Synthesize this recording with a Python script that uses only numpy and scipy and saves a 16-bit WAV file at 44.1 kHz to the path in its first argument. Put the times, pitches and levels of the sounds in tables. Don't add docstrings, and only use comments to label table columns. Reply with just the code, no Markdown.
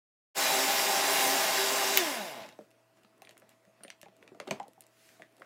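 import sys
import numpy as np
from scipy import signal
from scipy.fft import rfft, irfft, next_fast_len
from scipy.io import wavfile
from scipy.ndimage import uniform_filter1d, map_coordinates

SR = 44100
rng = np.random.default_rng(int(sys.argv[2]) if len(sys.argv) > 2 else 0)


def bounce(signal):
    frames = np.transpose(np.atleast_2d(signal))
    limited = np.clip(frames, -1, 1)
    pcm = np.round(limited * 32767).astype(np.int16)
    wavfile.write(sys.argv[1], SR, pcm)


def decibels_to_gain(level_db):
    exponent = np.asarray(level_db, float) / 20
    return 10 ** exponent


N = 240684

# [t/s, peak level/dB]
SWITCH_OFF = [
    (1.9737, -1),
]
OFF_S = SWITCH_OFF[0][0]
RUN_HZ = 394
TORQUE_HZ = 120
SLOSH_LAW = (-33, 0.75, 1.71)


def unit(x):
    return x / np.sqrt(np.mean(x ** 2) + 1e-20)


def along(points, hz):
    f, v = np.transpose(points)
    return np.interp(np.log(hz + 1), np.log(f + 1), v)


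def curves(rows):
    s, *cols = np.transpose(rows)
    return [np.interp(np.arange(N) / SR, s, c) for c in cols]


def wobble(rate_hz):
    knots = rng.standard_normal(int(N * rate_hz / SR) + 4)
    return map_coordinates(knots, [np.arange(N) * rate_hz / SR])


def filtered(x, response):
    m = next_fast_len(len(x) + 8192)
    return irfft(rfft(x, m) * response(np.fft.rfftfreq(m, 1 / SR)), m)[:len(x)]


def band(hz, low_hz, high_hz):
    return 1 / np.sqrt((1 + (low_hz / (hz + 1)) ** 8) * (1 + (hz / high_hz) ** 8))


def rush(response, patchy_db):
    z = signal.stft(rng.standard_normal(N), nperseg=512)[2]
    field = uniform_filter1d(rng.standard_normal(z.shape), size=6, axis=0)
    field = uniform_filter1d(field, size=12, axis=1)
    noise = signal.istft(z * decibels_to_gain(patchy_db * unit(field)), nperseg=512)[1][:N]
    return unit(filtered(noise, response))


def damped(t, t60, low_hz, high_hz):
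    noise = filtered(rng.standard_normal(len(t)), lambda hz: band(hz, low_hz, high_hz))
    return decibels_to_gain(-60 * t / t60) * unit(noise)


def ring(t, hz, t60):
    return decibels_to_gain(-60 * t / t60) * np.sin(2 * np.pi * hz * t)


def add(track, s, sound):
    part = track[round(s * SR):][:len(sound)]
    part += sound[:len(part)]


def kitchen(sound, wet_db):
    # [f/Hz, t60/s]
    decay = [(200, 0.16), (1500, 0.18), (4000, 0.15), (8000, 0.12), (14000, 0.07)]
    hz, t, z = signal.stft(rng.standard_normal(SR // 3), SR, nperseg=256)
    tail = signal.istft(z * decibels_to_gain(-60 * t / along(decay, hz)[:, None]), SR, nperseg=256)[1]
    wet = signal.fftconvolve(np.pad(sound, (150, 0)), tail / np.linalg.norm(tail))
    return decibels_to_gain(wet_db) * wet + np.pad(sound, (0, len(wet) - len(sound)))


def coasting():
    drag_s, friction_hz = .5, 106
    since = np.maximum(np.arange(N) / SR - OFF_S, 0)
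    return np.maximum((RUN_HZ + friction_hz) * np.exp(-since / drag_s) - friction_hz, 5)


def shaft():
    # [t/s, speed/Hz]
    powered_speed = [(.38, 399), (.43, 400), (.5, 393), (.61, 391), (.68, 397), (.77, 402), (.84, 399),
                     (.91, 393), (1.0, 395), (1.08, 403), (1.16, 402), (1.23, 395), (1.31, 393),
                     (1.44, 401), (1.53, 394), (1.63, 390), (1.78, 402), (1.88, 391), (1.97, 394)]
    time = np.arange(N) / SR
    speed = np.where(time < OFF_S, curves(powered_speed)[0], coasting())
    speed = uniform_filter1d(speed, size=700)
    return speed, 2 * np.pi * np.cumsum(speed) / SR


def flow_db(level_db, load_share, growth):
    # [t/s, load/dB]
    load = [
        (.385, -0.5),
        (.43, 0.5),
        (.6, 0),
        (.82, 0.5),
        (.87, -0.5),
        (1.33, 1),
        (1.52, -1),
        (1.97, -1.5),
    ]
    return level_db + load_share * curves(load)[0] + growth * 20 * np.log10(coasting() / RUN_HZ)


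def beat(turn_depth, torque_depth, double_depth):
    time = np.arange(N) / SR
    mains = 2 * np.pi * TORQUE_HZ * time
    torque = torque_depth * np.cos(mains) + double_depth * np.cos(2 * mains)
    return 1 + turn_depth * np.cos(shaft()[1]) + torque * (time < OFF_S)


def room():
    # [f/Hz, level/dB rms]
    fridge = [(118.4, -78), (323.0, -87.5), (651.4, -77.5), (1954, -92), (2439, -100), (2606, -97)]
    # [f/Hz, density/dB per Hz]
    quiet = [(30, -11), (60, -12.5), (85, -10), (105, -12), (140, -12), (200, -7.5), (330, -5), (500, -9.5),
             (650, -7.5), (850, -12.5), (1250, -13.5), (2500, -19.5), (6000, -31.5), (16200, -37.5)]
    # [t/s, half length/s, level/dB, brightness/dB]
    strokes = [(2.598, .08, -73.5, 6), (2.98, .025, -77.5, 6), (3.315, 0.018, -74, 7),
               (3.3, 0.23, -83, -14), (3.432, 0.016, -80, -16), (3.514, 0.033, -72, -4),
               (3.854, 0.086, -75.5, -9.5), (4.23, 0.013, -71, -2), (4.285, .12, -82, -20),
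               (4.529, 0.06, -60.5, -10.5), (4.865, .06, -82, -11), (5.071, 0.12, -68, 18.5),
               (5.214, 0.076, -79, -9.5), (5.46, 0.11, -72.5, -7)]
    time = np.arange(N) / SR

    def line(hz, db):
        return decibels_to_gain(db + 7.0 + .8 * wobble(15)) * np.sin(2 * np.pi * hz * time + .25 * wobble(6.3))

    def stroke(lean):
        return sum(decibels_to_gain(db + lean * bright_db) * np.exp(-((time - s) / half_s) ** 2)
                   for s, half_s, db, bright_db in strokes)

    def layer(low_hz, high_hz, patchy_db=2.2):
        return rush(lambda hz: decibels_to_gain(along(quiet, hz)) * band(hz, low_hz, high_hz), patchy_db)

    hum = sum(line(hz, db) for hz, db in fridge)
    air = decibels_to_gain(-70.0) * layer(15, 1200) + decibels_to_gain(-75.5) * layer(1300, 5000) + decibels_to_gain(-79) * layer(5000, 16000)
    rub = stroke(-0.9) * layer(110, 1120)
    rub = rub + stroke(0) * layer(1840, 5000, patchy_db=1.0)
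    rub = rub + decibels_to_gain(-3.0) * stroke(0.3) * layer(4900, 16000, patchy_db=2.0)
    return hum + air + rub


def motor():
    # [t/s, level/dB]
    whine_curve = [(.39, -54), (.42, -40), (.6, -41), (.645, -55), (.68, -40), (.8, -45), (.85, -55),
                   (.91, -44), (.99, -53), (1.04, -41), (1.16, -43), (1.3, -43), (1.36, -52), (1.44, -47),
                   (1.5, -54), (1.62, -39), (1.67, -54), (1.82, -52), (1.89, -41), (1.97, -46)]
    # [t/s, pulp unbalance (1st)/dB, blade pair (2nd)/dB]
    low_orders = [(.38, -47.5, -43), (.43, -53, -43), (.56, -38.5, -34), (.65, -48, -50), (.69, -49, -36.5),
                  (.79, -47.5, -41), (.85, -54, -41), (.91, -37.5, -38), (1.0, -50, -39),
                  (1.07, -40.5, -35), (1.16, -44, -39), (1.21, -53, -34.5), (1.29, -40, -33.5),
                  (1.5, -57, -42), (1.6, -35.5, -41), (1.7, -41, -49), (1.8, -42.5, -37),
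                  (1.88, -38.5, -42.5)]
    # [order, level re 3rd/dB]
    overtones = [(4, -0.5), (5, -7), (6, -3), (7, -7), (8, -5), (9, -8)]
    # [order, side, level/dB]
    sidebands = [(1, -1, -50), (1, 1, -51), (2, -1, -51), (2, 1, -47), (3, -1, -49)]
    # [order, level/dB]
    coast_orders = [(2, -2), (3, -2), (4, -4), (5, -10), (6, -12), (7, -13), (8, -14), (10, -14)]
    # [f/Hz, level/dB]
    housing = [(70, -80), (96, -68), (107, -67), (125, -58), (154, -62), (181, -54), (196, -44), (212, -42),
               (228, -47), (245, -55), (265, -44), (300, -38), (323, -45), (345, -34), (375, -33),
               (400, -38)]
    # [f/Hz, level/dB]
    shell = [(200, -50), (300, -52), (480, -52), (540, -49), (590, -42), (640, -37), (700, -37), (740, -45),
             (790, -38), (860, -43), (950, -47), (1150, -44), (1400, -48), (1750, -37), (2400, -38),
             (3000, -38), (3700, -27)]
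    time = np.arange(N) / SR
    whine_db, = curves(whine_curve)
    first_db, second_db = curves(low_orders)
    speed, turn = shaft()

    def tone(k, shake_rad):
        return np.sqrt(2) * np.sin(k * turn + shake_rad * wobble(29.97))

    def flutter():
        return decibels_to_gain(2.5 * wobble(13))

    def sideband(k, side, db):
        phase = k * turn + side * 2 * np.pi * TORQUE_HZ * time + 0.6 * wobble(25)
        return decibels_to_gain(db) * flutter() ** 1.5 * np.sin(phase)

    first = decibels_to_gain(first_db) * tone(1, .35) * decibels_to_gain(1.3 * wobble(28))
    second = decibels_to_gain(second_db - 1 + 2.2 * wobble(22)) * tone(2, 0.87)
    upper = tone(3, 0.95) * flutter() + sum(decibels_to_gain(db) * tone(k, 1.0) * flutter() for k, db in overtones)
    whine = decibels_to_gain(whine_db - 1 + 2 * wobble(18)) * tone(10, 0.3)
    beats = sum(sideband(*row) for row in sidebands)
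    loaded = first + second + decibels_to_gain(-53) * upper + whine + beats

    higher = sum(decibels_to_gain(db + along(shell, k * speed)) * tone(k, 0.045 * k) * flutter() ** 0.43
                 for k, db in coast_orders)
    fading = decibels_to_gain(-14 * np.maximum(time - OFF_S, 0)) * np.clip((2.52 - time) / 0.092, 0, 1)
    free = decibels_to_gain(along(housing, speed)) * tone(1, 0.18) * decibels_to_gain(1.5 * wobble(25)) + fading * higher
    powered = np.clip((OFF_S - time) / .02 + .5, 0, 1)
    return powered * loaded + (1 - powered) * free * np.clip((2.53 - time) / 0.11, 0, 1)


def churn():
    # [f/Hz, density/dB per Hz]
    body_points = [(25, -93), (60, -70), (80, -61), (110, -23.5), (200, -11.5), (334, -9.5), (389, -6),
                   (433, -10), (622, -5.5), (800, -4), (1000, -8), (1290, -20), (1500, -15.5),
                   (1950, -41.5), (3300, -120)]
    slosh_points = [(590, -52.5), (1000, -0.5), (1300, -4), (1560, 0.5), (2130, 0), (3060, -4.5),
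                    (3880, -2), (4220, -11), (6000, -10), (7800, -21), (13200, -120)]
    spray_points = [(2650, -41.5), (4500, -2), (5340, -2), (5980, -2.5), (7290, -1), (8300, -5),
                    (10500, -30), (14000, -120)]
    fan_points = [(5500, -120), (7500, -13.5), (9080, -0.5), (9790, 0), (12500, -1.5), (15100, -1),
                  (16200, -14)]
    # [f/Hz, width/Hz, lift/dB]
    jar = [(610, 57, 5.5), (660, 44, 1.5), (710, 30, 0.5), (860, 33, 3.5), (1010, 45, 2.5),
           (2110, 100, 2.5), (2430, 30, 2.5), (2800, 140, 6), (3216, 40, 4), (3480, 120, 2), (4670, 36, 4),
           (5027, 60, 4), (5450, 91, 6), (7100, 320, -1)]

    def lift(hz):
        return decibels_to_gain(sum(db / (1 + (2 * (hz - c) / w) ** 2) for c, w, db in jar))

    def layer(points, patchy_db):
        return rush(lambda hz: decibels_to_gain(along(points, hz)) * lift(hz), patchy_db)

    surge = wobble(40)
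    body_db = flow_db(-33, 1.4, 1.14) - 2.5 + 0.73 * wobble(20)
    slosh_db = flow_db(*SLOSH_LAW) + 0.4 * surge + 0.41 * wobble(300)
    spray_db = flow_db(-35, .4, 2.4) + 0.2 * surge + 0.82 * wobble(300)
    fan_db = flow_db(-37, 1.5, 2.1) + 0.4 * wobble(9)
    body = decibels_to_gain(body_db) * layer(body_points, patchy_db=0.0)
    slosh = decibels_to_gain(slosh_db) * beat(.2, .08, .1) * layer(slosh_points, patchy_db=0.5)
    spray = decibels_to_gain(spray_db) * layer(spray_points, patchy_db=1.3)
    fan = decibels_to_gain(fan_db) * beat(.17, .07, 0) * layer(fan_points, patchy_db=1.36)
    return (body + slosh + spray + fan) * np.clip((2.6 - np.arange(N) / SR) / 0.14, 0, 1)


def chunks():
    # [t/s, peak level/dB]
    large = [
        (0.7585, -24),
        (0.9053, -20),
        (0.9316, -24),
        (0.9644, -22),
    ]
    t, cracks = np.arange(160) / SR, np.zeros(N)
    slosh_db = flow_db(*SLOSH_LAW)
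    draw = rng.random((420, 3))
    times_s = .36 + 2.2 * draw[:, 0]
    small = [(s, slosh_db[int(s * SR)] + 3.5 - 2.2 * np.log(u + .01)) for s, u in zip(times_s, draw[:, 1])]
    for (s, db), u in zip(list(large) + small, draw[:, 2]):
        hz = 2600 * decibels_to_gain(12 * (u - .5))
        add(cracks, s, decibels_to_gain(db - 0.5 - 60 * t / 0.0016) * np.cos(2 * np.pi * hz * t))
    return cracks


def switch():
    # [f/Hz, level/dB, t60/s]
    button = [(1790, -9, 0.0089), (2000, -6, 0.0099), (3060, -2, 0.011), (3490, -3.5, .01),
              (5340, -3, 0.0058), (5940, 0.5, 0.0059), (6800, -1, 0.006), (9000, -6, 0.0059),
              (11000, -9, 0.006), (12900, -5.5, 0.006), (14000, -6, .005), (14900, -5, .006)]
    out, t = np.zeros(N), np.arange(2000) / SR
    s, db = SWITCH_OFF[0]
    snap = sum(decibels_to_gain(level_db) * ring(t, hz, t60) for hz, level_db, t60 in button)
    snap = snap + decibels_to_gain(-5.5) * damped(t, 0.01, 1403, 2600) + decibels_to_gain(8) * damped(t, 0.0032, 13000, 16500)
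    jolt = decibels_to_gain(-29) * ring(t, 35, .05)
    add(out, s, kitchen(decibels_to_gain(db - 7.5) * (snap * (1 - np.exp(-t / 0.00046)) + jolt), wet_db=-9.0))
    rebound = damped(t, .006, 600, 2200) + damped(t, .005, 4500, 7000)
    add(out, s + .0082, decibels_to_gain(db - 7.5 - 12.5) * rebound)
    return out


def brushes():
    # [f/Hz, width/Hz, level/dB]
    holder_modes = [(1720, 70, 2), (2100, 81, 0), (2800, 90, 1), (3200, 90, 0), (4900, 120, -3),
                    (5310, 200, -1), (6470, 120, -6), (7400, 150, -7), (10900, 300, -6), (11600, 300, -10),
                    (13900, 300, -14)]
    time = np.arange(N) / SR

    def holder(hz):
        return np.sqrt(sum(decibels_to_gain(2 * db) / (1 + (2 * (hz - c) / w) ** 4) for c, w, db in holder_modes))

    sharpness = 0.8
    scrape = unit(np.exp(sharpness * np.cos(shaft()[1] + .5 * wobble(40)))) * decibels_to_gain(2.0 * wobble(25))
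    free = np.clip((time - OFF_S) / .03, 0, 1) * np.clip((2.47 - time) / 0.15, 0, 1)
    return decibels_to_gain(flow_db(-39.5, 0, 2.1)) * free * scrape * rush(holder, patchy_db=4.0)


def shudder():
    def swell(s, half_s, db):
        return decibels_to_gain(db) * np.exp(-((np.arange(N) / SR - s) / half_s) ** 2)

    shake = swell(2.45, half_s=0.09, db=-59) * rush(lambda hz: band(hz, 110, 310), patchy_db=-1.0)
    rattle = swell(2.41, half_s=0.055, db=-53) * decibels_to_gain(4.4 * wobble(220))
    return shake + rattle * rush(lambda hz: band(hz, 1200, 4000), patchy_db=0)


def touches():
    # [t/s, peak level/dB, top/dB]
    ticks = [(2.7057, -60, -6), (2.713, -58, -12), (3.0335, -56, -12), (3.1794, -77, 6),
             (3.2195, -44.5, -9), (3.292, -44, -14), (3.228, -59, -8), (3.3089, -46, -11),
             (3.369, -62, -12), (3.3776, -53.5, 1.5), (3.2515, -62, -3), (3.398, -67, 9),
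             (3.492, -55, -0.5), (3.501, -68, -2), (3.51, -66, -4), (3.835, -40, -13), (3.849, -64, -3),
             (3.888, -72, 4), (4.023, -61, -6), (4.0143, -44.5, -6), (4.166, -60.5, -3), (4.63, -50, -21),
             (4.6807, -53, -5), (4.7333, -60.5, -2.5), (4.807, -51.5, 6), (4.8207, -53, -7),
             (4.8384, -56, -8), (4.866, -60, 2), (5.324, -72, -2), (5.3668, -58.5, -7),
             (5.3806, -55.5, -14), (5.3972, -62, -5), (5.419, -76, 6)]
    # [t/s, peak level/dB, f/Hz, sharp
    # edge/dB]
    clacks = [(2.462, -51, 1720, 8), (2.489, -48, 2040, 9), (2.524, -54, 3700, 0), (2.5885, -55, 1760, 2),
              (2.61, -61, 1310, -3), (2.971, -63.5, 1330, -1), (3.047, -51, 1270, -15),
              (3.0473, -59.5, 2580, -8), (3.249, -53, 2600, -5), (3.272, -49.5, 2380, -12),
              (3.369, -57, 2000, -6), (3.4196, -55, 1620, -9), (3.6511, -61, 1820, 5),
              (3.807, -59, 1510, -8.5), (3.8484, -50.5, 1870, -3), (3.88, -46.5, 2460, -2),
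              (3.902, -43.5, 2100, -3), (3.902, -41, 2950, 7.5), (4.03, -49, 1750, 7),
              (4.0575, -53, 2000, -6), (4.084, -56.5, 2040, -4), (4.2263, -51.5, 2000, -11),
              (4.263, -64, 2100, -8), (4.277, -49.5, 2400, 1.5), (4.347, -57, 1200, 2),
              (4.4006, -37.5, 2120, 5.5), (4.3998, -42, 1240, 1), (4.474, -44, 1220, 1),
              (4.4777, -40, 2800, -1), (4.4867, -42, 1000, -6), (4.5093, -30.5, 2260, 8),
              (4.5111, -30.5, 1640, 2), (4.5986, -45, 2100, 4.5), (5.0901, -54, 1950, 1),
              (5.196, -58, 1800, -9), (5.2205, -46, 1810, 1), (5.419, -39, 1290, -27),
              (5.4192, -52, 2600, -15)]
    # [t/s, level/dB, t60/s]
    clasp = [
        (3.219, -77, .25),
        (3.25, -77, .15),
        (3.835, -52, 0.032),
        (3.84, -70, .2),
        (5.399, -80, .1),
    ]
    clasp_hz = (9040, 9115, 9170, 9260)
    out, t = np.zeros(N), np.arange(2000) / SR
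    long_t = np.arange(8000) / SR
    nails = [(s, db, top_db, db - 8, 2760) for s, db, top_db in ticks]
    rims = [(s, db + edge_db, -23 - 0.74 * (db + 61), db, hz) for s, db, hz, edge_db in clacks]
    for s, db, top_db, clack_db, hz in nails + rims:
        tick = decibels_to_gain(1.5) * damped(t, 0.0046, 3000, 7850)
        tick = tick + decibels_to_gain(top_db + 9.5) * damped(t, 0.006, 7700, 11000)
        clack = 0.94 * ring(t, hz, 0.013) + 1.27 * damped(t, 0.012, 0.5 * hz, 1.42 * hz)
        contact = (decibels_to_gain(db) * tick + decibels_to_gain(clack_db + 1.5) * clack) * (1 - np.exp(-t / 0.00028))
        add(out, s + .003, decibels_to_gain(db - 28.0) * damped(long_t, 0.15, 2000, 4900))
        add(out, s + .0003, kitchen(contact, wet_db=-10))
    ring_t = np.arange(6000) / SR
    for s, db, t60 in clasp:
        modes = sum(decibels_to_gain(rng.normal(0, 2.1)) * ring(ring_t + rng.random(), hz, 7.5) for hz in clasp_hz)
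        add(out, s, decibels_to_gain(db) * modes * decibels_to_gain(-60 * ring_t / t60 + 7.5))
    return out


def knocks():
    # [t/s, peak level/dB, f/Hz, thump/dB]
    contacts = [(2.59, -36, 610, -22), (2.59, -40.5, 460, -24), (2.609, -56, 477, -2.5),
                (3.045, -60, 636, -5), (3.22, -43.5, 756, -32), (3.223, -52, 1090, -32),
                (3.292, -48.5, 610, -32), (3.421, -53, 600, -23), (3.675, -53, 593, -9),
                (3.695, -55, 640, -18), (3.808, -51, 607, -8), (3.833, -52, 680, -22),
                (3.849, -40.5, 565, -16.5), (3.88, -47.5, 677, -14), (4.031, -43.5, 590, -19),
                (4.062, -42, 798, -21), (4.084, -47.5, 650, -15), (4.227, -45.5, 440, -22),
                (4.239, -50, 610, -21), (4.279, -54, 480, -20), (4.319, -43, 375, -21),
                (4.35, -40.5, 640, -19), (4.371, -49, 417, -20), (4.402, -34.5, 610, -31),
                (4.412, -44, 567, -15), (4.425, -46, 517, -19), (4.472, -37, 774, -20),
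                (4.477, -31, 376, -26), (4.484, -38, 620, -19), (4.494, -43, 557, -18),
                (4.511, -20.5, 640, -17), (4.511, -29, 970, -33), (4.517, -32.5, 396, -9.5),
                (4.525, -34, 390, -7), (4.537, -43, 630, -16), (4.601, -27, 822, -28),
                (4.616, -42.5, 823, -14), (4.626, -51, 860, -29), (4.636, -47, 860, -17),
                (4.654, -51, 860, -24), (4.668, -49, 860, -25), (4.682, -44.5, 500, -27),
                (4.779, -47, 780, -22), (5.197, -45, 720, -20), (5.201, -46.5, 618, -16),
                (5.207, -47, 630, -20), (5.221, -46, 620, -16), (5.397, -52, 550, -20),
                (5.41, -46, 580, -23), (5.419, -45, 574, -23), (5.432, -54, 564, -23)]
    out, t = np.zeros(N), np.arange(6000) / SR
    for s, db, hz, thump_db in contacts:
        t60 = 0.034 * (600 / hz) ** 0.4
        hollow = ring(t, hz, t60) + 0.49 * damped(t, 0.95 * t60, 0.5 * hz, 0.8 * hz)
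        thump = decibels_to_gain(thump_db + 8.5) * ring(t, 198, 0.056)
        knock = decibels_to_gain(db) * (hollow + thump) * (1 - np.exp(-t / 0.00064))
        add(out, s, kitchen(knock, wet_db=-8.5))
    return out


def scene():
    noise = churn() + brushes() + chunks()
    low = filtered(noise, lambda hz: band(hz, 10, 450))
    machine = motor() + low + kitchen(noise - low, wet_db=-9)[:N]
    return np.tile(room() + machine + switch() + shudder() + touches() + knocks(), (2, 1))


def band_limit(x):
    return signal.sosfilt(signal.butter(12, 16990, fs=SR, output="sos"), x)


def record(dry):
    low_hz, top_hz = 69.6, 15820
    silent_until_s, full_s = .345, .381

    def response(hz):
        return (1j * hz / (low_hz + 1j * hz)) ** 4 / np.sqrt(1 + (hz / top_hz) ** 900)

    heard = np.array([filtered(side, response) for side in dry])
    fade = np.clip((np.arange(N) / SR - silent_until_s) / (full_s - silent_until_s), 0, 1)
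    return band_limit(heard * fade ** 1.48)


dry = scene()
out = record(dry)
bounce(out)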